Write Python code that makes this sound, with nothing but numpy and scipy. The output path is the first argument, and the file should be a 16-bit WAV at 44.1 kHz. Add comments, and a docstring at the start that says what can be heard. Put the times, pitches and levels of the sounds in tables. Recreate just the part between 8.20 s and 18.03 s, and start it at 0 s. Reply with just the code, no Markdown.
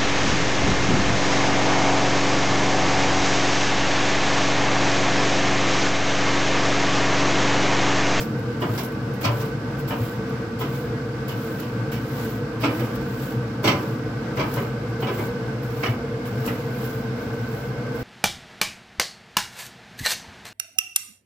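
"""Outdoors at an open barrel grill, a wire brush scrubs the grate about an arm's length from a phone. The fan-
fed fire drones at the pitches the barrel favours, over the hum of the fan motor. On each stroke the bristles
hiss along the bars; wires squeak as the brush lands, and some catch and snap free. The brush head makes the
loose grate clatter, and the barrel answers with a low boom."""
import sys
import numpy as np
from scipy import signal
from scipy.fft import rfft, irfft, next_fast_len
from scipy.io import wavfile

SR = 44100
rng = np.random.default_rng(int(sys.argv[2]) if len(sys.argv) > 2 else 0)


def master(y):
    """Save y as 16-bit WAV."""
    cut = np.clip(np.atleast_2d(y).T, -1, 1)
    pcm = np.round(cut * 32767)  # scale
    wavfile.write(sys.argv[1], SR, pcm.astype(np.int16))


N = 433503
TIME = np.arange(N) / SR
TOP_HZ = 15780  # the phone cuts off sound above this

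# the broad rush of fan and flame: pitch_hz, level_db
FIRE_RUSH = [(28, -88), (48, -71), (400, -100), (750, -68.5), (1100, -75), (1400, -77), (1850, -80.5),
             (2500, -80), (3400, -86), (5000, -88), (6500, -94.5), (7600, -94.5), (9000, -101),
             (15500, -100.5)]
# where the air in the barrel and fire pot rings: pitch_hz, width_hz, level_db, change_when_aside_db
BARREL_RESONANCES = [(62.7, 13, -59.5, 1), (78, 18, -65.5, -7), (90, 8, -74, -4), (119, 14.5, -45.5, -0.5),
                     (130.4, 19.5, -48.5, 0.5), (142.7, 9.4, -46.5, -8), (192.3, 22.6, -52.5, -1),
                     (223, 18, -51, -2.5), (249, 16, -56.5, 4.5), (257, 31, -58, -3),
                     (308.8, 42.6, -52.5, -4), (379, 35, -66, 1), (450.4, 23, -54.5, 1.5),
                     (482, 23, -54, 3), (517, 79, -62, -4), (576, 21.5, -66, 3.5), (681, 72, -70.5, 6),
                     (908, 26, -64.5, -4.5), (1043, 21, -69, 3.5), (1161, 43, -64, -2.5),
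                     (1285, 72, -69, -3), (1386, 31, -67.5, -2.5), (1526.5, 85, -63.5, 0.5),
                     (1681, 33, -68.5, -1.5), (1924, 22, -69, -5), (2137, 86, -78, 6)]
# the phone moves aside: time_s, share_of_the_way (0 to 1)
PHONE_MOVE = [(5.5, 0.28), (7.6, 1)]
# the fan's motor hums and its blades whine: pitch_hz, level_db
FAN_TONES = [(60.5, -54), (113, -42), (242, -44), (451, -42.5), (1532, -54)]
# the barrel booms as the grate shifts on its ledges: time_s, level_db
BARREL_BOOMS = [(0.496, -18.5), (1.064, -15.5), (1.811, -17), (2.499, -27), (4.479, -23), (5.461, -19),
                (5.557, -18), (6.249, -23), (6.997, -20), (7.693, -15.5)]
# the brush head jolts the grate: start_s, level_db, low_ring_db, crunch_db, fade_s, thump_hz, clank_hz
GRATE_JOLTS = [ (0.0, -44, 18.5, 34, .013, 320, 2900), (0.414, -25, 7.5, -3, .018, 343, 3320),
               (.573, -34, 10, 19, .028, 320, 2970), (1.028, -33, 6, 15, 0.033, 320, 2380),
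               (1.041, -16, 0, 8, 0.012, 537, 2380), (1.202, -41, 15, 21, 0.015, 320, 2400),
               (1.701, -28.5, 7.5, -3, .025, 500, 2700), (2.403, -29, 3.5, 1, 0.034, 295, 3000),
               (3.086, -33, 2, 6, 0.023, 295, 3090), (3.418, -40, 7, 8, .02, 310, 2900),
               (3.718, -36, -12, 7, 0.045, 310, 3100), (4.414, -32, -2, 8, .023, 320, 2300),
               (4.431, -19, 3.5, 2.5, .022, 316, 2300), (4.582, -35, 8.5, 2, 0.045, 300, 2630),
               (5.439, -20, 5, 10.5, 0.045, 346, 3200), (5.47, -15.5, 0, 6, 0.02, 570, 2520),
               (6.167, -25.5, 6, 0, 0.016, 295, 2230), (6.19, -22.5, 4.5, 2, 0.024, 320, 2240),
               (6.363, -30, 6, -4, 0.027, 493, 2200), (6.82, -23, 2, -16, 0.013, 390, 3100),
               (6.864, -25.5, 5, -5, 0.028, 396, 3140), (6.983, -33.5, 10.5, -8, 0.024, 506, 2190),
               (7.629, -18.5, -2.5, -4, .018, 592, 2290), (7.656, -20.5, -0.5, -5, .009, 620, 2290),
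               (8.275, -21.5, -2, -10, 0.0073, 506, 2350)]
# the tone of a blow on the grate: pitch_hz, level_db
BLOW_TONE = [(80, -17), (180, 8.5), (450, 1.5), (750, 5), (1300, 0.5), (1750, 1), (2400, -1), (3050, 0.5),
             (3500, -6.5), (5700, -13.5), (6800, -23.5), (7800, -20.5), (9000, -36), (16000, -24)]
# where the grate rings: pitch_hz, width_hz, boost_db
GRATE_RESONANCES = [(305, 115, 7.5), (406, 54, 6.5), (565, 38, 7), (637, 13.5, 7.5), (760, 30, 4),
                    (1003, 63, 10.5), (1180, 71, 0), (1277, 150, 9), (2060, 84, 4), (2190, 50, 1.5),
                    (2330, 140, 5.5), (2500, 31, -3), (2930, 44, 6), (3160, 45, 2), (4470, 77, 3)]
# how long the grate's ring takes to fade by 60 dB: pitch_hz, ring_s
GRATE_RING_TIMES = [(250, 0.65), (500, 0.44), (1000, 0.48), (2000, 0.3), (4000, 0.2), (8000, 0.092)]
# wires squeak, mostly as the brush lands: start_s, level_db, pitch_hz
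WIRE_SQUEAKS = [(1.6851, -34, 12300), (2.3955, -35, 15400), (3.7244, -34, 15000), (6.8074, -36, 15100),
                (7.4295, -42, 12200), (8.6444, -33, 12200)]
# a tuft catches on a bar, rasps as it bends and snaps free: snap_time_s, rasp_db, snap_db
TUFT_CATCHES = [ (.036, -50, -42), (.1905, -60, -42), (.597, -38, -38), (.635, -48, -28), (.648, -50, -32),
                (.7214, -54, -47), (.9393, -58, -37), (1.21, -42.5, -48), (1.5945, -46, -41),
                (2.0946, -60, -40), (3.4017, -41.5, -34), (4.5974, -46, -35), (4.755, -43, -46),
                (5.4784, -36, -25), (6.3405, -42, -24.5), (6.695, -56, -60), (7.0683, -54, -37),
                (8.263, -36, -23), (8.66, -53, -48)]
# the tone of a snapping wire: pitch_hz, level_db
SNAP_TONE = [(800, -21), (3000, -27), (5500, -4), (9000, -10.5), (12000, 6), (16000, -10)]
# the brush lands, speeds up, slows and lifts off: start_s, speed_up_s, slow_down_s, landing_db, sliding_db
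BRUSH_STROKES = [ (-.012, .04, .14, -36, -56), (0.396, 0.18, .14, -47, -42.5),
                 (1.003, .19, 0.15, -38, -44.5), (1.671, .17, 0.17, -39, -44.5),
                 (2.383, .17, 0.16, -39, -45.5), (3.073, 0.15, 0.42, -39.5, -47),
                 (3.71, .33, 0.21, -40, -43.5), (4.396, 0.17, .25, -40, -44), (4.8, 0.24, .17, -58, -44),
                 (5.424, 0.18, .23, -40, -48), (6.152, .2, .18, -45, -43.5),
                 (6.795, 0.21, 0.12, -45, -43.5), (7.418, 0.24, 0.12, -49, -44),
                 (8.046, 0.25, 0.24, -44, -46.5), (8.44, .19, .28, -64, -44.5),
                 (8.938, 0.074, .17, -66, -53), (9.12, 0.23, .22, -52, -49.5), (9.735, .06, .15, -48, -52)]
# the hiss of the sliding bristles, as coloured by the phone's microphones: pitch_hz, level_db
HISS_AS_HEARD = [(300, -2), (1000, 12), (2000, 6.5), (3000, 6.5), (5200, -0.5), (6600, -3.5), (7500, 1),
                 (8700, -7.5), (10000, -4.5), (11500, -1), (12200, 6.5), (13000, -2), (14900, 6.5),
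                 (16000, 4)]
# how alike the two microphones sound: pitch_hz, likeness (0 to 1)
MIC_LIKENESS = [(130, 1), (290, 0.98), (480, 0.97), (700, 0.33), (1410, 0.42), (3100, 0.019), (6800, 0.011)]
# the two microphone openings hear differently: pitch_hz, left_minus_right_db
MIC_BALANCE = [(110, 1), (380, -1.5), (800, 1.8), (1400, 2.5), (2400, -4.5), (3500, -5.5), (5500, -12),
               (7500, -3), (9500, -0.5), (12000, -2), (15500, 5.5)]


def gain(db):
    """Turn decibels into a number to multiply by."""
    return 10 ** (np.asarray(db) / 20)


def normalize(x):
    """Scale a signal to an average strength (rms) of 1."""
    return x / np.sqrt(np.mean(x ** 2))


def look_up(table, hz):
    """Read between the rows of a (pitch_hz, value) table, with octaves evenly spaced."""
    pitches, values = np.transpose(table)
    return np.interp(np.log(hz + 1e-9), np.log(pitches), values)


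def peak(hz, centre, width):
    """The hump of a resonance: 1 at its centre, falling away on both sides."""
    return 1 / (1 + (1.462 * (hz - centre) / width) ** 2)


def filtered(x, gain_at):
    """Turn each frequency f up or down by gain_at(f)."""
    size = next_fast_len(x.shape[-1] + 4096)
    hz = np.fft.rfftfreq(size, 1 / SR)
    return irfft(rfft(x, size) * gain_at(hz), size)[..., :x.shape[-1]]


def stereo_noise(size):
    """Left and right noise: alike in the bass, unrelated in the treble."""
    def likeness(f):
        return np.clip(look_up(MIC_LIKENESS, f), 0, .995)
    shared = filtered(rng.standard_normal(size), lambda f: np.sqrt((1 + likeness(f)) / 2))
    apart = filtered(rng.standard_normal(size), lambda f: np.sqrt((1 - likeness(f)) / 2))
    return np.array([shared + apart, shared - apart])


def wander(rate_hz):
    """A smooth random drift that changes about rate_hz times a second."""
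    return normalize(filtered(rng.standard_normal(N), lambda f: np.exp(-(f / rate_hz) ** 2)))


def clicks(per_s, scatter_db, size):
    """Tiny knocks of uneven strength at random moments."""
    hits = rng.random(size) < per_s / SR
    signs = np.sign(rng.standard_normal(size))
    strengths = gain(scatter_db * np.minimum(rng.exponential(size=size), 4))
    return normalize(hits * signs * strengths)


def swell(start_s, rise_s, fade_s):
    """A loudness curve that rises to 1 and dies away."""
    age = TIME[:SR]
    curve = (1 - np.exp(-age / rise_s)) * np.exp(-age / max(fade_s, .001))
    wait = np.zeros(max(int(start_s * SR), 0))
    return np.concatenate([wait, curve / curve.max(), np.zeros(N)])[:N]


def fire(flutter_db=0.5):
    """Swirling flame and fan air drone in the barrel; as the phone moves, other pitches stand out."""
    air = stereo_noise(N) * np.sqrt(SR / 2)
    def tone(f, place):
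        ringing = sum((gain(db + place * change_db) * peak(f, hz, width)) ** 2
                      for hz, width, db, change_db in BARREL_RESONANCES)
        return np.sqrt(gain(look_up(FIRE_RUSH, f)) ** 2 + ringing)
    drone_at_start = filtered(air, lambda f: tone(f, place=0))
    drone_aside = filtered(air, lambda f: tone(f, place=1))
    moved = np.interp(TIME, *np.transpose(PHONE_MOVE))
    drone = (1 - moved) * drone_at_start + moved * drone_aside
    return drone * gain(flutter_db * wander(rate_hz=4.5))


def fan(speed_drift=0.00284):
    """The motor hums and the blades whine, drifting in pitch together."""
    motor_time = np.cumsum(1 + speed_drift * wander(rate_hz=1.502)) / SR
    return sum(gain(db) * np.sqrt(2) * np.sin(2 * np.pi * hz * motor_time) for hz, db in FAN_TONES)


def barrel_booms(level_db=-2, pitch_hz=116, pitch_range_hz=6, rise_s=0.013, fade_s=0.029):
    """The barrel's main low note swells and fades after a shove."""
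    out = np.zeros(N)
    for time_s, db in BARREL_BOOMS:
        detune, phase = rng.random(2)
        hz = pitch_hz + pitch_range_hz * (detune - .5)
        loudness = gain(db + level_db) * swell(time_s - rise_s / 2, rise_s, fade_s)
        out += loudness * np.sin(2 * np.pi * (hz * TIME + phase))
    return out


def grate_ring(knocks, crack_s=0.0048):
    """Each knock gives a short crack from the bars, then a ring in the barrel; the treble dies first."""
    age = TIME[:SR // 3]
    noise = stereo_noise(len(age))  # new for each place that is struck
    octaves_hz = 250 * 2. ** np.arange(6)
    ring = 0
    for hz, shares in zip(octaves_hz, np.eye(len(octaves_hz))):
        ring_s = look_up(GRATE_RING_TIMES, hz)
        band = filtered(noise, lambda f: look_up(np.transpose([octaves_hz, shares]), f))
        ring += band * np.exp(-np.log(1000) * age / ring_s) / np.sqrt(ring_s)
    ring *= 1 + np.exp(-age / crack_s)
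    ring /= np.sqrt(np.sum(ring ** 2) / 2)
    return signal.fftconvolve(knocks[None] / np.linalg.norm(knocks), ring, axes=1)


def grate_clatter(level_db=3, low_hz=1400, crunch_hz=4400, thump_db=5, clank_db=3):
    """A jolt rattles the grate on its ledges: weight brings out the low ring, burnt crust the crunch."""
    out = np.zeros((2, N + SR))
    for start_s, db, low_ring_db, crunch_db, fade_s, thump_hz, clank_hz in GRATE_JOLTS:
        def jolt_tone(f):
            low_ring = low_ring_db / (1 + (f / low_hz) ** 4)
            crunch = crunch_db * f ** 4 / (f ** 4 + crunch_hz ** 4)
            # where the blow lands decides which panel thumps and which bar clanks
            thump = thump_db * peak(f, thump_hz, width=110)
            clank = clank_db * peak(f, clank_hz, width=650)
            return gain(db + low_ring + crunch + thump + clank)
        loudness = swell(0, rise_s=0.004, fade_s=fade_s)[:SR // 5]
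        knocks = clicks(per_s=1800, scatter_db=2.5, size=len(loudness)) * loudness
        rattle = grate_ring(knocks) * np.linalg.norm(loudness)
        first = max(int(start_s * SR), 0)
        out[:, first:first + rattle.shape[1]] += filtered(rattle, jolt_tone)
    def grate_tone(f):
        boost_db = sum(db * peak(f, hz, width) for hz, width, db in GRATE_RESONANCES)
        return gain(level_db + look_up(BLOW_TONE, f) + boost_db)
    return filtered(out[:, :N], grate_tone)


def wire_squeaks(level_db=-5, width_hz=220):
    """A few wires stick and slip, singing for a moment at their own very high pitch."""
    out = np.zeros((2, N))
    waver = normalize(filtered(rng.standard_normal((2, N)), lambda f: peak(f, 0, width_hz)))
    for start_s, db, hz in WIRE_SQUEAKS:
        loudness = gain(db + level_db) * swell(start_s, rise_s=0.0062, fade_s=0.014)
        out += loudness * np.sin(2 * np.pi * hz * TIME) * waver
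    return out


def wire_snaps(level_db=-4, echo_db=-9):
    """A bent wire springs free: a sharp tick with a short echo off the lid."""
    loudness = np.zeros(N)
    for time_s, _, snap_db in TUFT_CATCHES:
        tick = swell(time_s, rise_s=.0003, fade_s=0.0016)
        echo = gain(echo_db) * swell(time_s, rise_s=0.0022, fade_s=0.023)
        loudness += gain(snap_db + level_db) * (tick + echo)
    return filtered(loudness * rng.standard_normal((2, N)), lambda f: gain(look_up(SNAP_TONE, f)))


def hiss_shimmer(count=5000, lowest_hz=6500, fade_s=.009):
    """Brief, thin, high tones at random pitches make the hiss glitter."""
    age = TIME[:SR // 42]
    out = np.zeros((2, N + SR))
    for when, height, *phases in rng.random((count, 4)):
        hz = lowest_hz + height * (TOP_HZ - lowest_hz)
        tone = np.sin(2 * np.pi * (hz * age + np.array(phases)[:, None]))
        first = int(when * N)
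        out[:, first:first + len(age)] += tone * np.exp(-age / fade_s)
    return normalize(out[:, :N])


def brush_strokes(landing_speed=0.26, settle_s=0.01, splash_fade_s=0.036, bend_s=.012, relax_s=.022):
    """How loud the hiss is: a splash on landing, a swell with the arm's speed, a rasp at each catch."""
    power = np.zeros(N)
    for start_s, speed_up_s, slow_down_s, landing_db, sliding_db in BRUSH_STROKES:
        touching = (TIME >= start_s) & (TIME < start_s + speed_up_s + slow_down_s)
        age = TIME[touching] - start_s
        swing = np.minimum(age / speed_up_s, 1) ** 2
        braking = np.clip(1 - (age - speed_up_s) / slow_down_s, 0, 1)
        speed = (landing_speed + (1 - landing_speed) * swing) * braking  # 1 is full speed
        contact = 1 - np.exp(-(age / settle_s) ** 2)  # the wires take a moment to reach the bars
        splash = gain(landing_db) * np.exp(-np.maximum(age - settle_s, 0) / splash_fade_s)
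        slide = gain(sliding_db) * speed ** 1.07
        power[touching] += contact ** 2 * (splash ** 2 + slide ** 2)
    for time_s, rasp_db, _ in TUFT_CATCHES:
        near = np.abs(TIME - time_s) < .5
        age = TIME[near] - time_s
        rasp = np.exp(np.minimum(age / bend_s, -age / relax_s))  # builds up to the snap, then fades
        power[near] += (gain(rasp_db) * rasp) ** 2
    return np.sqrt(power)


def bristle_hiss(shimmer_db=-6, judder_db=1, puff_s=0.0032):
    """Hundreds of wire tips slip along the bars; the hiss judders as they catch and let go."""
    slips = clicks(per_s=5000, scatter_db=3, size=N)
    # every slip is a tiny fading puff of noise
    puff_power = signal.lfilter([1], [1, -np.exp(-2 / (puff_s * SR))], slips ** 2)
    judder = gain(judder_db * wander(rate_hz=60))
    hiss = normalize(np.sqrt(puff_power)) * judder * stereo_noise(N)
    scrub = brush_strokes() * (hiss + gain(shimmer_db) * hiss_shimmer())
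    return filtered(scrub, lambda f: gain(look_up(HISS_AS_HEARD, f)))


def scene():
    """The running grill and everything the brush does to it."""
    grill = fire() + fan() + barrel_booms() + grate_clatter()
    return grill + wire_squeaks() + wire_snaps() + bristle_hiss()


def record(dry, bass_cut_hz=34):
    """Each microphone gives its side its own tone; the phone thins the deep bass and cuts the very top."""
    def mic_tone(f):
        left_right = gain(np.outer([.5, -.5], look_up(MIC_BALANCE, f)))
        bass_cut = f ** 2 / np.hypot(f ** 2, bass_cut_hz ** 2)
        return left_right * bass_cut
    top_cut = signal.ellip(12, .1, 80, TOP_HZ, fs=SR, output="sos")
    return signal.sosfilt(top_cut, filtered(dry, mic_tone))


dry = scene()
out = record(dry)
master(out)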